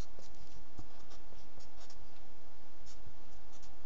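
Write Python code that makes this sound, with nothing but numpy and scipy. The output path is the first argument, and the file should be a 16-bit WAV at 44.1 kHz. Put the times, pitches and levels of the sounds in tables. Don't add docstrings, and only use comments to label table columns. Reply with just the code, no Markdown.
import sys
import numpy as np
from scipy import signal
from scipy.fft import rfft, irfft, next_fast_len
from scipy.io import wavfile
from scipy.ndimage import map_coordinates

SR = 44100
rng = np.random.default_rng(int(sys.argv[2]) if len(sys.argv) > 2 else 0)


def dump_mix(stems):
    frames = np.atleast_2d(stems).T
    limited = np.clip(frames, -1, 1)
    pcm = np.round(limited * 32767).astype(np.int16)
    wavfile.write(sys.argv[1], SR, pcm)


N = 169785

# (frequency [Hz], gain [dB])
RUB_SPECTRUM = [(300, -41), (1500, -5), (2500, -6.5), (3100, -4), (3600, -7.5), (4500, 3), (5100, 0.5),
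                (6000, 1.5), (6900, -18), (7500, -6), (8200, -39.5)]
HISS_SPECTRUM = [(3000, -48), (5600, -8.5), (6200, -6.5), (6600, -5.5), (7000, -6), (7400, -22),
                 (7900, -27), (8600, -44)]
SHEET_SPECTRUM = [(100, -11), (400, -5), (650, 0.5), (950, -5.5), (1230, 0.5), (1600, -11), (2300, -18),
                  (3400, -15.5), (4500, -20.5), (8000, -50)]
# (start [s], length [s], attack [share], level [dB], tip resonance [Hz], tip [dB],
# barrel [dB], top hiss [dB], sheet [dB], notch [Hz], notch gain [dB])
TIP_STROKES = [ (-.02, 0.078, .3, -64, 4130, 0, -19, 2.5, -6, 5200, -2),
               (0.188, 0.026, .15, -70, 5100, -4, -16, -8, -7, 6200, -3),
               (0.212, 0.066, 0.25, -64.5, 4120, -8, -18, 1, -15, 5270, 1),
               (0.357, 0.13, 0.26, -70.5, 5140, -3, -18, -8, -14, 3700, -3),
               (0.48, 0.12, 0.26, -69.5, 5830, -2, -7, -6.5, -21, 3450, -8),
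               (.773, 0.049, 0.23, -69.5, 4870, -4, -10, 2.5, -4, 5900, -4),
               (0.894, 0.11, 0.14, -74, 5200, -4, -5, -9, 8.5, 5960, -4),
               (.993, 0.028, .35, -69.5, 5460, -7, -6, 4, 7, 6100, -8),
               (1.098, 0.073, 0.3, -65.5, 5450, 0, -3.5, -3.5, 4.5, 4000, 0),
               (1.353, 0.11, 0.53, -68.5, 5380, -2.5, -9, -14, -17, 4200, -5),
               (1.596, 0.064, 0.17, -64, 5500, -4, -24, 1, -7, 6000, -11),
               (1.762, 0.053, 0.55, -70, 5540, -7, -6, -9, 3.5, 6100, -6),
               (1.797, 0.071, 0.28, -63, 5500, 0.5, -4, 0.5, 1.5, 6060, -13),
               (1.896, 0.025, .15, -61, 5500, 4.5, -22, 0, -3, 5940, -7),
               (1.915, 0.023, .3, -66.5, 5360, -3, -11, 0.5, -14, 6050, -7),
               (2.03, .15, 0.18, -76, 4800, -1, -12, -13, -11, 6130, -1),
               (2.15, 0.033, 0.5, -69.5, 2630, 2, -4, -21, -10, 5930, -15),
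               (2.857, 0.09, 0.34, -64, 5470, 1, -7, 3, -8, 5800, -3.5),
               (2.936, .05, .2, -77, 5200, -2, -9, -4, -10, 5850, -5),
               (3.309, 0.043, .35, -73.5, 5500, -4, -18, 3, -18, 4830, 4),
               (3.353, .03, .3, -77, 5550, -6, -16, 0, -6, 4800, -2),
               (3.519, 0.068, 0.23, -67.5, 6160, -3, -4, -0.5, -2.5, 4900, -10),
               (3.623, 0.031, .2, -63, 5800, -7, -14, 1, -12, 5150, -1),
               (3.647, 0.031, 0.21, -66.5, 5500, -10, -8, 1.5, -9, 5900, -7)]
def strokes():
    barrel_hz, notch_width_hz, judder_db = 3516, 163, 1
    out = np.zeros(N)
    for (start_s, length_s, attack, level_db, tip_hz, tip_db,
         barrel_db, hiss_db, sheet_db, notch_hz, notch_db) in TIP_STROKES:
        tip = amp(tip_db) * squeak(tip_hz, width_hz=290)
        barrel = amp(barrel_db) * squeak(barrel_hz, width_hz=260)
        rub = coloured(friction(), RUB_SPECTRUM)
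        hiss = amp(hiss_db) * coloured(friction(), HISS_SPECTRUM)
        sheet = amp(sheet_db) * coloured(friction(), SHEET_SPECTRUM)
        notch = lambda f: amp(notch_db * np.exp(-0.5 * ((f - notch_hz) / notch_width_hz) ** 2))
        stroke = filtered(reflected(tip + barrel + rub + hiss + sheet), notch)
        add(out, start_s, amp(level_db) * speed(length_s, attack) * stroke)
    return out * amp(judder_db * wobble(knots_per_s=90))


def friction(slips_per_s=3500, spread_db=3, smooth_share=0.36):
    n = SR // 2
    slips = (rng.random(n) < slips_per_s / SR) * amp(spread_db * rng.standard_normal(n))
    slips *= np.sign(rng.standard_normal(n))
    return np.sqrt(1 - smooth_share) * unit(slips) + np.sqrt(smooth_share) * rng.standard_normal(n)


def squeak(hz, width_hz):
    return unit(resonant(resonant(friction(), hz, 2 * width_hz), hz, 2 * width_hz))


def speed(length_s, attack_share, release_share=0.43):
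    progress = np.arange(SR // 2) / SR / length_s
    ramp = np.minimum(progress / attack_share, (1 - progress) / release_share)
    return np.sin(np.pi / 2 * np.clip(ramp, 0, 1))


def reflected(x, gain=0.39):
    delay_s = rng.uniform(0.001209, 0.0026)
    return filtered(x, lambda f: (1 + gain * np.exp(-2j * np.pi * f * delay_s)) / np.hypot(1, gain))


# (frequency [Hz], gain [dB])
TICK_RESPONSE = [(1200, -27), (2600, 1.5), (7000, -0.5), (7800, -8), (8600, -25), (9500, -45)]
# (time [s], level [dB], pitch [Hz])
FIBRE_SNAGS = [(0.261, -45.5, 4400), (0.283, -55, 4800), (0.3476, -42.5, 5940), (.368, -56, 4000),
               (.458, -59, 4300), (.473, -45, 4660), (0.519, -52, 3000), (0.53, -57, 3000),
               (1.354, -55, 2880), (2.165, -49, 3800)]
def snags(t60_s=0.0075):
    out, t = np.zeros(N), np.arange(SR // 20) / SR
    for time_s, level_db, hz in FIBRE_SNAGS:
        burst = rng.standard_normal(len(t)) * amp(-60 * t / t60_s)
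        tick = resonant(burst, hz, width_hz=0.42 * hz)
        add(out, time_s, amp(level_db) * tick / np.abs(tick).max())
    return filtered(out, lambda f: amp(np.interp(f, *np.transpose(TICK_RESPONSE))))


# (frequency [Hz], level [dB], T60 [s])
LANDING_MODES = [(237, -7, 0.038), (418, 3, 0.018), (532, -2.5, 0.057), (630, -3.5, .03), (876, -11, 0.012),
                 (1440, -12, .012)]
# (time [s], level [dB])
TIP_LANDINGS = [(.189, -46.5), (.791, -55.5), (1.3257, -49.5), (1.577, -51)]
def taps():
    out = np.zeros(N)
    for time_s, level_db in TIP_LANDINGS:
        add(out, time_s, amp(level_db) * ring(LANDING_MODES))
    return out


# (frequency [Hz], level [dB], T60 [s])
DESKTOP_MODES = [(67, 6, 0.069), (115.6, 3.5, 0.084), (228, 4.5, 0.023), (299.5, -1.5, 0.092),
                 (730, -5.5, 0.061), (1153, -6.5, 0.02)]
# (time [s], level [dB], hardness [dB/octave])
HAND_BUMPS = [(.791, -47.5, 1), (1.577, -57.5, -1), (3.068, -47.5, -12.5)]
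def bumps():
    out = np.zeros(N)
    for time_s, level_db, hardness in HAND_BUMPS:
        add(out, time_s, amp(level_db) * ring(DESKTOP_MODES, hardness))
    return out


def ring(modes, tilt_db_per_octave=0, contact_s=0.00038):
    t = np.arange(SR // 4) / SR
    tones = np.zeros(len(t))
    for hz, level_db, t60_s in modes:
        tilt_db = tilt_db_per_octave * np.log2(hz / modes[0][0])
        tones += amp(level_db + tilt_db - 60 * t / t60_s) * np.sin(2 * np.pi * hz * t)
    return tones * (1 - np.exp(-t / contact_s))


# (frequency [Hz], gain [dB])
SKIN_SPECTRUM = [(100, 0), (500, 6), (1200, 0), (2000, -5.5), (3200, -3.5), (5500, -12), (7000, -18.5),
                 (8200, -41)]
RUMBLE_SPECTRUM = [(15, -12.5), (35, 10), (65, -8), (100, -7), (150, -8.5), (300, -39), (1000, -74)]
# (start [s], length [s], brush [dB], rumble [dB])
HAND_SLIDES = [(0.383, 0.085, -70, -56), (.9, 0.4, -70.5, -84), (1.296, 0.14, -69.5, -62),
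               (1.931, 0.146, -80, -56.5), (2.05, 0.25, -72.5, -66), (3.131, 0.22, -70, -64)]
def slides():
    out = np.zeros(N)
    for start_s, length_s, brush_db, rumble_db in HAND_SLIDES:
        brush = amp(brush_db) * coloured(friction(), SKIN_SPECTRUM)
        rumble = amp(rumble_db) * coloured(friction(), RUMBLE_SPECTRUM)
        add(out, start_s, speed(length_s, attack_share=0.61) * (brush + rumble))
    return out


def room(x, t60_s=0.2, predelay_s=0.004):
    t = np.arange(SR // 3) / SR
    tail = rng.standard_normal(len(t)) * amp(-60 * t / t60_s) * (t > predelay_s)
    return signal.fftconvolve(x, tail / np.linalg.norm(tail))[:N]


# (harmonic [number], relative level [dB])
MAINS_HARMONICS = [(4, -77), (6, -76), (7, -79.5), (8, -77.5), (9, -82), (11, -79), (13, -73), (15, -75),
                   (18, -80), (19, -82.5), (21, -83.5), (22, -88), (23, -87), (25, -88.5)]
# (frequency [Hz], level [dB])
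WHINE_TONES = [(4132, -95.5), (5375, -94), (6475, -98), (6665, -95), (12100, -93)]
def electronics(mains_hz=59.16, buzz_db=-2):
    buzz = sum(tone(round(harmonic) * mains_hz, db) for harmonic, db in MAINS_HARMONICS)
    whine = sum(tone(hz, db) for hz, db in WHINE_TONES)
    return amp(buzz_db) * buzz + whine


# (frequency [Hz], gain [dB])
FLOOR_SPECTRUM = [(10, 19), (25, 13), (40, 13), (70, 3.5), (105, 2.5), (160, -3), (215, -2), (310, -1),
                  (430, -6.5), (600, -4.5), (800, -3.5), (1000, -10.5), (1400, -11.5), (2100, -15),
                  (3300, -16.5), (5500, -17), (6500, -18.5), (7200, -23.5), (7900, -32), (8600, -42),
                  (16000, -52)]
def noise_floor(bass_hz=200, swell_db=4):
    noise = coloured(rng.standard_normal(N), FLOOR_SPECTRUM)
    bass = filtered(noise, lambda f: 1 / (1 + (f / bass_hz) ** 8))
    swell = unit(amp(swell_db * wobble(knots_per_s=14)))
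    return noise + bass * (swell - 1)


def tone(hz, rms_db, waver_db=0.26):
    t = np.arange(N) / SR
    peak = np.sqrt(2) * amp(rms_db - waver_db * wobble(knots_per_s=3.23))
    return peak * np.sin(2 * np.pi * (hz * t + rng.random()))


def amp(db):
    return 10 ** (np.asarray(db) / 20)


def unit(x):
    return x / np.sqrt(np.mean(x ** 2) + 1e-20)


def filtered(x, response):
    size = next_fast_len(len(x) + 8192)
    return irfft(rfft(x, size) * response(np.fft.rfftfreq(size, 1 / SR)), size)[:len(x)]


def coloured(x, spectrum):
    hz, db = np.transpose(spectrum)
    return unit(filtered(x, lambda f: amp(np.interp(np.log(f + 1), np.log(hz + 1), db))))


def resonant(x, hz, width_hz):
    return filtered(x, lambda f: 1j * f * width_hz / (hz * hz - f * f + 1j * f * width_hz))


def wobble(knots_per_s):
    knots = rng.standard_normal(int(N * knots_per_s / SR) + 4)
    return map_coordinates(knots, [np.arange(N) * knots_per_s / SR])


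def add(out, start_s, x):
    i = round(start_s * SR)
    x = x[max(-i, 0):N - i]
    out[max(i, 0):][:len(x)] += x


def scene():
    room_db, floor_db = -12, -58
    writing = strokes() + snags() + taps() + bumps() + slides()
    reverb = amp(room_db) * room(writing)
    background = electronics() + amp(floor_db) * noise_floor()
    return (writing + reverb + background)[None]


def record(dry):
    cutoff_hz, dc_offset = 12300, 0.0438
    hz, db = [0, 7300, 8300, 9000, 11500, 12000], [1, -1, -0.5, -6.5, -6, -2]
    response = lambda f: amp(np.interp(f, hz, db)) * (f < cutoff_hz)
    return np.array([filtered(x, response) for x in dry]) + dc_offset


dry = scene()
out = record(dry)
dump_mix(out)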